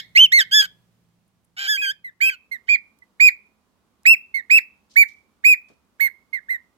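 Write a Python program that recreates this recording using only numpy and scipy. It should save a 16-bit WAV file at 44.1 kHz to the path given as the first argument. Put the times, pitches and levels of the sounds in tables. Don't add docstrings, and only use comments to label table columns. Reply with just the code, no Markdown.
import sys
import numpy as np
from scipy import signal
from scipy.fft import rfft, irfft, next_fast_len
from scipy.io import wavfile
from scipy.ndimage import uniform_filter1d, minimum_filter1d

SR = 44100
rng = np.random.default_rng(int(sys.argv[2]) if len(sys.argv) > 2 else 0)


def bounce(signal):
    frames = np.transpose(np.atleast_2d(signal))
    limited = np.clip(frames, -1, 1)
    pcm = np.round(limited * 32767).astype(np.int16)
    wavfile.write(sys.argv[1], SR, pcm)


N = 298557

REEDY_EDGE_ROUGH, REEDY_EDGE_S = 0.39, 0.009


def from_db(db):
    return 10 ** (np.asarray(db) / 20)


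def rms_one(x):
    return x / np.sqrt(np.mean(x ** 2) + 1e-20)


def at_hz(points, hz, axis=1):
    points = np.array(points)
    return np.interp(np.log(np.maximum(hz, 1)), np.log(points[:, 0]), points[:, axis])


def band(x, low_hz, high_hz):
    edges_hz = [low_hz, min(high_hz, SR / 2 - 1000)]
    return signal.sosfilt(signal.butter(2, edges_hz, "band", fs=SR, output="sos"), x)


def flutter(size, width_hz):
    padded = next_fast_len(size)
    hz = np.fft.rfftfreq(padded, 1 / SR)
    spectrum = rfft(rng.standard_normal(padded)) / (1 + (hz / width_hz) ** 2)
    return rms_one(irfft(spectrum, padded)[:size])


def add(out, sound, start):
    first, last = max(start, 0), min(start + sound.shape[-1], N)
    out[:, first:last] += sound[:, first - start:last - start]


def room_noise(spectrum):
    # hz, likeness (0-1)
    likeness = [(60, 0.78), (150, 0.28), (400, 0.83), (2000, 0.068)]
    hz = np.fft.rfftfreq(N, 1 / SR)
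    mid, side = rfft(rng.standard_normal((2, N))) * from_db(at_hz(spectrum, hz))
    alike = np.clip(at_hz(likeness, hz), 0, 1)
    stereo = np.sqrt(1 + alike) * mid + np.sqrt(1 - alike) * side * [[1], [-1]]
    return rms_one(irfft(stereo, N))


def background():
    # hz, relative_db (per Hz)
    rumble_spectrum = [(25, -25), (60, -13.5), (115, -13), (180, -6.5), (280, -20.5), (500, -23.5),
                       (1000, -28), (3000, -32.5), (16000, -41.5)]
    # hz, relative_db (per Hz)
    air_spectrum = [(25, -28.5), (65, -5.5), (130, -13), (210, -4), (330, -12.5), (700, -17.5), (1150, -15),
                    (1600, -23), (4000, -28), (16000, -36)]
    # time_s, rumble_db, air_db
    level_course = [(0, -63.5, -84.5), (.6, -63, -81), (1.402, -71, -75.5), (2.1, -72.5, -73.5),
                    (2.6, -98.5, -67), (3.8, -102, -68), (4.398, -102, -67), (6.77, -99, -67.5)]
    # hz, level_db (against the rumble)
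    hum_lines = [(115, -6), (171, -4.5)]
    t = np.arange(N) / SR
    s, rumble_db, air_db = np.transpose(level_course)
    hum = 0
    for hz, db in hum_lines:
        phase = 2 * np.pi * hz * t + 0.5 * flutter(N, 2.7)
        hum = hum + from_db(db) * np.sqrt(2) * np.sin(phase)
    rumble = from_db(np.interp(t, s, rumble_db)) * (room_noise(rumble_spectrum) + hum)
    air = from_db(np.interp(t, s, air_db)) * room_noise(air_spectrum)
    return (rumble + air) * from_db([[-1.4], [1.2]])


def rustles():
    # start_s, decay_s, level_db, low_hz, high_hz
    rustle_table = [(1.278, .006, -69, 8000, 12000), (1.445, .006, -62.5, 8000, 11930),
                    (2.988, 0.0026, -54.5, 4000, 14000), (4.033, 0.0014, -51.5, 4000, 13000),
                    (4.895, .08, -56.5, 3200, 6500), (5.078, 0.045, -57, 3200, 6900),
                    (5.683, 0.032, -60, 400, 6000), (5.699, 0.026, -54, 77.5, 600)]
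    rise_share = 0.05
    out, t = np.zeros((2, N)), np.arange(SR // 4) / SR
    for s, decay_s, level_db, low_hz, high_hz in rustle_table:
        noise = band(rng.standard_normal((2, len(t))), low_hz, high_hz)
        grain = rms_one(noise * from_db(2.6 * flutter(len(t), 112)))
        puff = np.exp(-t / decay_s) * (1 - np.exp(-t / (rise_share * decay_s)))
        add(out, from_db(level_db) * grain * puff, int(s * SR))
    return out


def room(wet_db, treble_db, early_db, early_s, ring, wall_s, wall_db):
    # hz, unscaled_s
    decay_times = [(1000, 0.13), (2500, 0.57), (5000, 0.36), (8000, 0.13), (14000, 0.44)]
    scatter_s, wall_band_hz = 0.0018, (1500, 4100)
    t = np.arange(SR // 2) / SR
    corners = np.geomspace(700, 17000, 8)
    response = 0
    for low, high in zip(corners, corners[1:]):
        hz = np.sqrt(low * high)
        tail = np.exp(-np.log(1000) * t / (ring * at_hz(decay_times, hz)))
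        early = from_db(early_db) * np.exp(-t / early_s)
        gain = from_db(at_hz([(2500, 0.023), (12000, treble_db)], hz))
        noise = rng.standard_normal((2, len(t))) * (tail + early) * (t > 0.003)
        response = response + gain * band(noise, low, high)
    smear = (t > wall_s) * np.exp(-np.abs(t - wall_s) / scatter_s)
    wall = band(rng.standard_normal((2, len(t))) * smear, *wall_band_hz)
    return from_db(wet_db) * response + from_db(wall_db) * wall


def note(contour, overtone_db, tilt_db, throat, waver, jitter, jitter_hz, shimmer, doubling, limp,
         fray, fray_hz, bloom, hiss_db, rasp_db, air_hz, edge_s):
    # hz, lag_ms
    left_lag = [(1700, 0.22), (2100, 0.26), (2700, 0.26), (3200, .3), (8000, .3)]
    doubling_from_rough = 0.35
    top_overtone_hz, overtone_fade_hz = 19000, 2000
    s, pitch, level_db, rough = np.transpose(contour)
    start, size = int(s[0] * SR) - 512, next_fast_len(int((s[-1] - s[0]) * SR) + 1536)
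    t = (start + np.arange(size)) / SR
    pitch, level_db, rough = (np.interp(t, s, c) for c in (pitch, level_db, np.clip(rough, 0, 1)))
    pitch = uniform_filter1d(pitch, size=300)
    unsteady = 1 + waver * flutter(size, 120) + jitter * rough * flutter(size, jitter_hz)
    phase = 2 * np.pi * np.cumsum(pitch * unsteady) / SR
    overtone_db = overtone_db + bloom * (level_db - level_db.max())
    alternation = (doubling * np.maximum(rough - doubling_from_rough, 0) + limp) * np.cos(phase / 2)
    pulses, power = 0, 0
    for k in range(1, 11):
        strength = np.clip((top_overtone_hz - k * pitch) / overtone_fade_hz, 0, 1)
        if k > 1:
            strength = strength * from_db(overtone_db + tilt_db * np.log2(k / 2))
        shape = alternation + fray * (rough + 0.016) * flutter(size, fray_hz)
        pulses = pulses + strength * np.cos(k * phase + (k - 1) * shape)
        heard = sum(from_db(at_hz(throat, k * pitch, axis=side)) ** 2 for side in (1, 2)) / 4
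        power = power + strength ** 2 * heard
    swing = 1 + shimmer * rough * np.tanh(flutter(size, 470)) + alternation
    high_pass = signal.butter(1, min(air_hz, 15000), "high", fs=SR, output="sos")
    air = signal.sosfilt(high_pass, rng.standard_normal(size))
    air = air * (from_db(hiss_db) + from_db(rasp_db) * rough) * from_db(overtone_db)
    air = air * (1 + 0.5 * np.cos(phase))
    gate = np.clip(np.minimum(t - s[0], s[-1] - t) / edge_s + 1, 0, 1) ** 2
    source = rfft((pulses * swing + air) * gate * from_db(level_db) / np.sqrt(power))
    hz = np.fft.rfftfreq(size, 1 / SR)
    source = source * hz ** 2 / (hz ** 2 + 500 ** 2)
    lag_s = at_hz(left_lag, hz) / 1000
    left = source * from_db(at_hz(throat, hz, axis=1)) * np.exp(-2j * np.pi * hz * lag_s)
    right = source * from_db(at_hz(throat, hz, axis=2))
    return irfft([left, right], size), start


def bird(notes, throat, response, **voice):
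    out = np.zeros((2, N))
    for overtone_db, tilt_db, shift_db, contour in notes:
        sound, start = note(contour, overtone_db, tilt_db, throat, **voice)
        sound = sound * from_db([[shift_db / 2], [-shift_db / 2]])
        add(out, sound, start)
        add(out, signal.fftconvolve(sound, response, axes=1), start)
    return out


def ages(length_s):
    return np.linspace(0, length_s, 200)


def fading(age, time_s):
    return np.exp(-(np.abs(age) / time_s) ** 1.5)


def arch(age, turn_s, first_hz, turn_hz, last_hz):
    away = np.interp(age, [0, min(turn_s, age[-1]), age[-1]], [1, 0, 1]) ** 1.3
    return turn_hz + (np.where(age < turn_s, first_hz, last_hz) - turn_hz) * away


def envelope(age, attack_s, release_s, swell_db=0):
    edge_db = 19.5
    return swell_db * (age / age[-1] - 0.5) - edge_db * (fading(age, attack_s) + fading(age[-1] - age, release_s))


def edges(age, edge_s):
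    return fading(age, edge_s) + fading(age[-1] - age, edge_s)



def peeps():
    # overtone_db, tilt_db (per octave), shift_db (left against right)
    peep_table = [ (2.042, 0.059, 2090, 2063, 1706, -29.5, 0.11, -6, 3.5, 9),
                  (2.513, 0.056, 2076, 2128, 1770, -25, 0.16, -1.5, 1, -.5),
                  (3.019, 0.016, 2000, 2030, 1980, -44.5, 0, -21.5, 5.5, 1),
                  (4.341, 0.07, 2160, 2182, 1760, -18.5, 0.11, -3, -1.5, 0.5),
                  (6.329, 0.067, 2117, 2153, 1650, -22, 0.28, -9.5, 1, -2),
                  (6.484, 0.084, 1546, 2118, 1818, -18, 0.28, -10.5, 6, 2)]
    top_share, db_per_octave = 0.28, 49.5
    attack_s, release_s, edge_rough, edge_s = 0.002, 0.0011, 0.17, 0.0054
    for s, length_s, first_hz, top_hz, last_hz, level_db, rough, *colour in peep_table:
        age = ages(length_s)
        pitch = arch(age, top_share * length_s, first_hz, top_hz, last_hz)
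        level = level_db + db_per_octave * np.log2(pitch / top_hz) + envelope(age, attack_s, release_s)
        yield *colour, np.transpose([s + age, pitch, level, rough + edge_rough * edges(age, edge_s)])


def reedy_notes():
    reedy_table = [ (-.09, .1, .02, 2137, 2200, 1526, -14, -17, 0.0039, 0.17, 3.5, 0, 0.5),
                   (0.512, 0.11, 0.046, 1545, 1729, 1627, -9.5, 4.5, .012, 0.01, 1.5, -1, 2),
                   (0.617, 0.047, 0.017, 1578, 1588, 1480, -22.5, -7.5, 0.0041, 0.33, -9, 3, 3),
                   (1.567, .112, .06, 1460, 1620, 1510, -26.5, 0, .012, .52, -3.5, -.5, 3),
                   (1.669, 0.11, 0.03, 1505, 1731, 1550, -17, -12.5, 0.017, 0.04, -6, 1.4, 1.5),
                   (1.814, 0.11, 0.085, 1668, 1556, 1793, -21.5, 1.5, 0.005, 0, -8, -0.5, 1.5),
                   (2.206, .082, 0.03, 1470, 1613, 1517, -30.5, 3, 0.0068, 0, -4, 2.7, 0),
                   (2.27, 0.086, 0.035, 1490, 1609, 1390, -32, -12, 0.011, 0.12, -9, -0.5, 1.5),
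                   (2.671, 0.1, 0.064, 1504, 1700, 1576, -44, 0, 0.0099, 0.25, 0.5, -0.5, 0.5)]
    release_s = 0.0077
    for (s, length_s, turn_s, first_hz, turn_hz, last_hz,
         level_db, swell_db, attack_s, rough, *colour) in reedy_table:
        age = ages(length_s)
        pitch = arch(age, turn_s, first_hz, turn_hz, last_hz)
        level = level_db + envelope(age, attack_s, release_s, swell_db)
        rough = rough + REEDY_EDGE_ROUGH * edges(age, REEDY_EDGE_S)
        yield *colour, np.transpose([s + age, pitch, level, rough])


def slides():
    # time_s, pitch_hz
    SLIDE_UP = [(0.152, 2026), (0.166, 2120), (0.174, 2373), (0.182, 2790), (0.184, 2750), (0.21, 3068),
                (0.244, 3130), (0.262, 2856), (0.266, 2550)]
    # time_s, pitch_hz
    SLIDE_DOWN = [(0.319, 1642), (0.325, 1920), (0.337, 2130), (0.369, 2174), (0.395, 1912), (0.417, 1570),
                  (0.432, 1520)]
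    # overtone_db, tilt_db (per octave), shift_db (left against right)
    slide_table = [ (SLIDE_UP, -6.2, .007, .009, .026, -8, -.35, 1.5),
                   (SLIDE_DOWN, -9, 0.0045, .017, .082, -4, -1.2, 0.81)]
    crack_rough, crack_width_s = 0.33, 0.017
    for curve, level_db, attack_s, release_s, crack_s, *colour in slide_table:
        s, hz = np.transpose(curve)
        age = ages(s[-1] - s[0])
        crack = crack_rough * fading(age - crack_s, crack_width_s)
        rough = REEDY_EDGE_ROUGH * edges(age, REEDY_EDGE_S) + crack
        level = level_db + envelope(age, attack_s, release_s)
        yield *colour, np.transpose([s[0] + age, np.interp(s[0] + age, s, hz), level, rough])


def whistles():
    whistle_table = [ (1.766, 0.098, 0.007, 0.054, 0.0063, 2424, 2544, 2310, -22.5, -2, 0.11, -3.5, -0.5, 4),
                     (2.205, 0.1, 0.0065, 0.089, 0.0035, 2275, 2657, 2500, -13.5, -4, 0.02, -1.5, 1, 2.5),
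                     (2.684, 0.08, 0.0046, 0.03, 0.005, 2382, 2415, 2372, -12, -0.5, 0.01, -3, -10, 0.5),
                     (3.198, 0.1, 0.0044, 0.058, 0.0055, 2360, 2489, 2364, -7, 2, 0.03, -0.5, -2.5, 2),
                     (4.055, 0.099, 0.0083, 0.061, 0.008, 2470, 2721, 2492, -4, -14.5, 0, 1.5, -1, 3),
                     (4.498, 0.097, 0.0075, 0.077, 0.0046, 2373, 2679, 2246, -8, -1.5, 0.07, -1.5, -2, 2),
                     (4.959, 0.082, 0.0063, 0.041, 0.0084, 2240, 2351, 2214, -5.5, -0.5, 0, -6, 5, 2),
                     (5.44, 0.11, 0.006, 0.049, 0.008, 2302, 2556, 2345, -7.5, -2.5, 0.04, -4.5, 3.5, 3.5),
                     (5.998, .087, 0.007, 0.017, 0.0076, 2149, 2219, 2060, -14.5, -7.5, 0.16, -4.5, 8, 0)]
    scoop, drop, drop_s = 0.27, 0.24, 0.007
    edge_rough, edge_s = 0.6, 0.012
    for (s, length_s, scoop_s, top_s, release_s, first_hz, top_hz, last_hz,
         level_db, swell_db, rough, *colour) in whistle_table:
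        age = ages(length_s)
        slack = scoop * fading(age, scoop_s) + drop * fading(length_s - age, drop_s)
        pitch = arch(age, top_s, first_hz, top_hz, last_hz) * (1 - slack)
        level = level_db + envelope(age, scoop_s, release_s, swell_db)
        yield *colour, np.transpose([s + age, pitch, level, rough + edge_rough * edges(age, edge_s)])


def scene():
    # hz, left_db, right_db
    reedy_throat = [(400, -29, -24.5), (748, -18, -17), (1020, -24.5, -14.5), (1550, -13.5, -8.5),
                    (2000, -5.5, -1.5), (3200, -7.5, -3), (4000, -12, -11.5), (5482, -16, -10.5),
                    (5595, -34.5, -23.5), (7140, -22.5, -16.5), (8970, -35.5, -27), (9660, -67.5, -47),
                    (10600, -61, -38), (11240, -44.5, -21.5), (13000, -55.5, -29), (14600, -44.5, -21.5),
                    (16000, -76, -48.5)]
    # hz, left_db, right_db
    clear_throat = [(500, -16.5, -1), (1070, -15, -6), (1670, -3, 3), (2200, -10, 1), (2500, -10, -4.5),
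                    (2750, -11.5, -5.5), (3870, -18.5, -22.5), (4000, -40, -17), (5160, -38.5, -27),
                    (6655, -58, -32), (7190, -44.5, -22), (9660, -63, -38), (12000, -51.5, -27),
                    (13000, -57.5, -23.5), (14800, -53.5, -34), (15730, -78, -48.5)]
    reedy_room = room(wet_db=-54.5, treble_db=-3.0, early_db=9.5, early_s=0.012,
                      ring=0.61, wall_s=0.045, wall_db=-51)
    clear_room = room(wet_db=-57, treble_db=-2.5, early_db=14.0, early_s=0.017,
                      ring=0.73, wall_s=0.07, wall_db=-56)
    reedy = bird([*slides(), *reedy_notes()], reedy_throat, reedy_room,
                 waver=0.0022, jitter=0.034, jitter_hz=400, shimmer=1.0, doubling=1.9, limp=0.003,
                 fray=0.48, fray_hz=500, bloom=0.023, hiss_db=-31, rasp_db=-12, air_hz=6000, edge_s=0.0025)
    clear = bird([*whistles(), *peeps()], clear_throat, clear_room,
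                 waver=0.0036, jitter=0.023, jitter_hz=499, shimmer=0.27, doubling=0.28, limp=0.0056,
                 fray=0.49, fray_hz=600, bloom=0.6, hiss_db=-32, rasp_db=2.5, air_hz=8000, edge_s=0.0015)
    return background() + rustles() + reedy + clear


def record(dry):
    gain = np.minimum(1, 0.96 / (np.abs(dry).max(axis=0) + 1e-9))
    gain = uniform_filter1d(minimum_filter1d(gain, size=201), size=201)
    low_pass = signal.ellip(10, 0.1, 80, 16100, fs=SR, output="sos")
    return signal.sosfilt(low_pass, dry * gain)


dry = scene()
out = record(dry)
bounce(out)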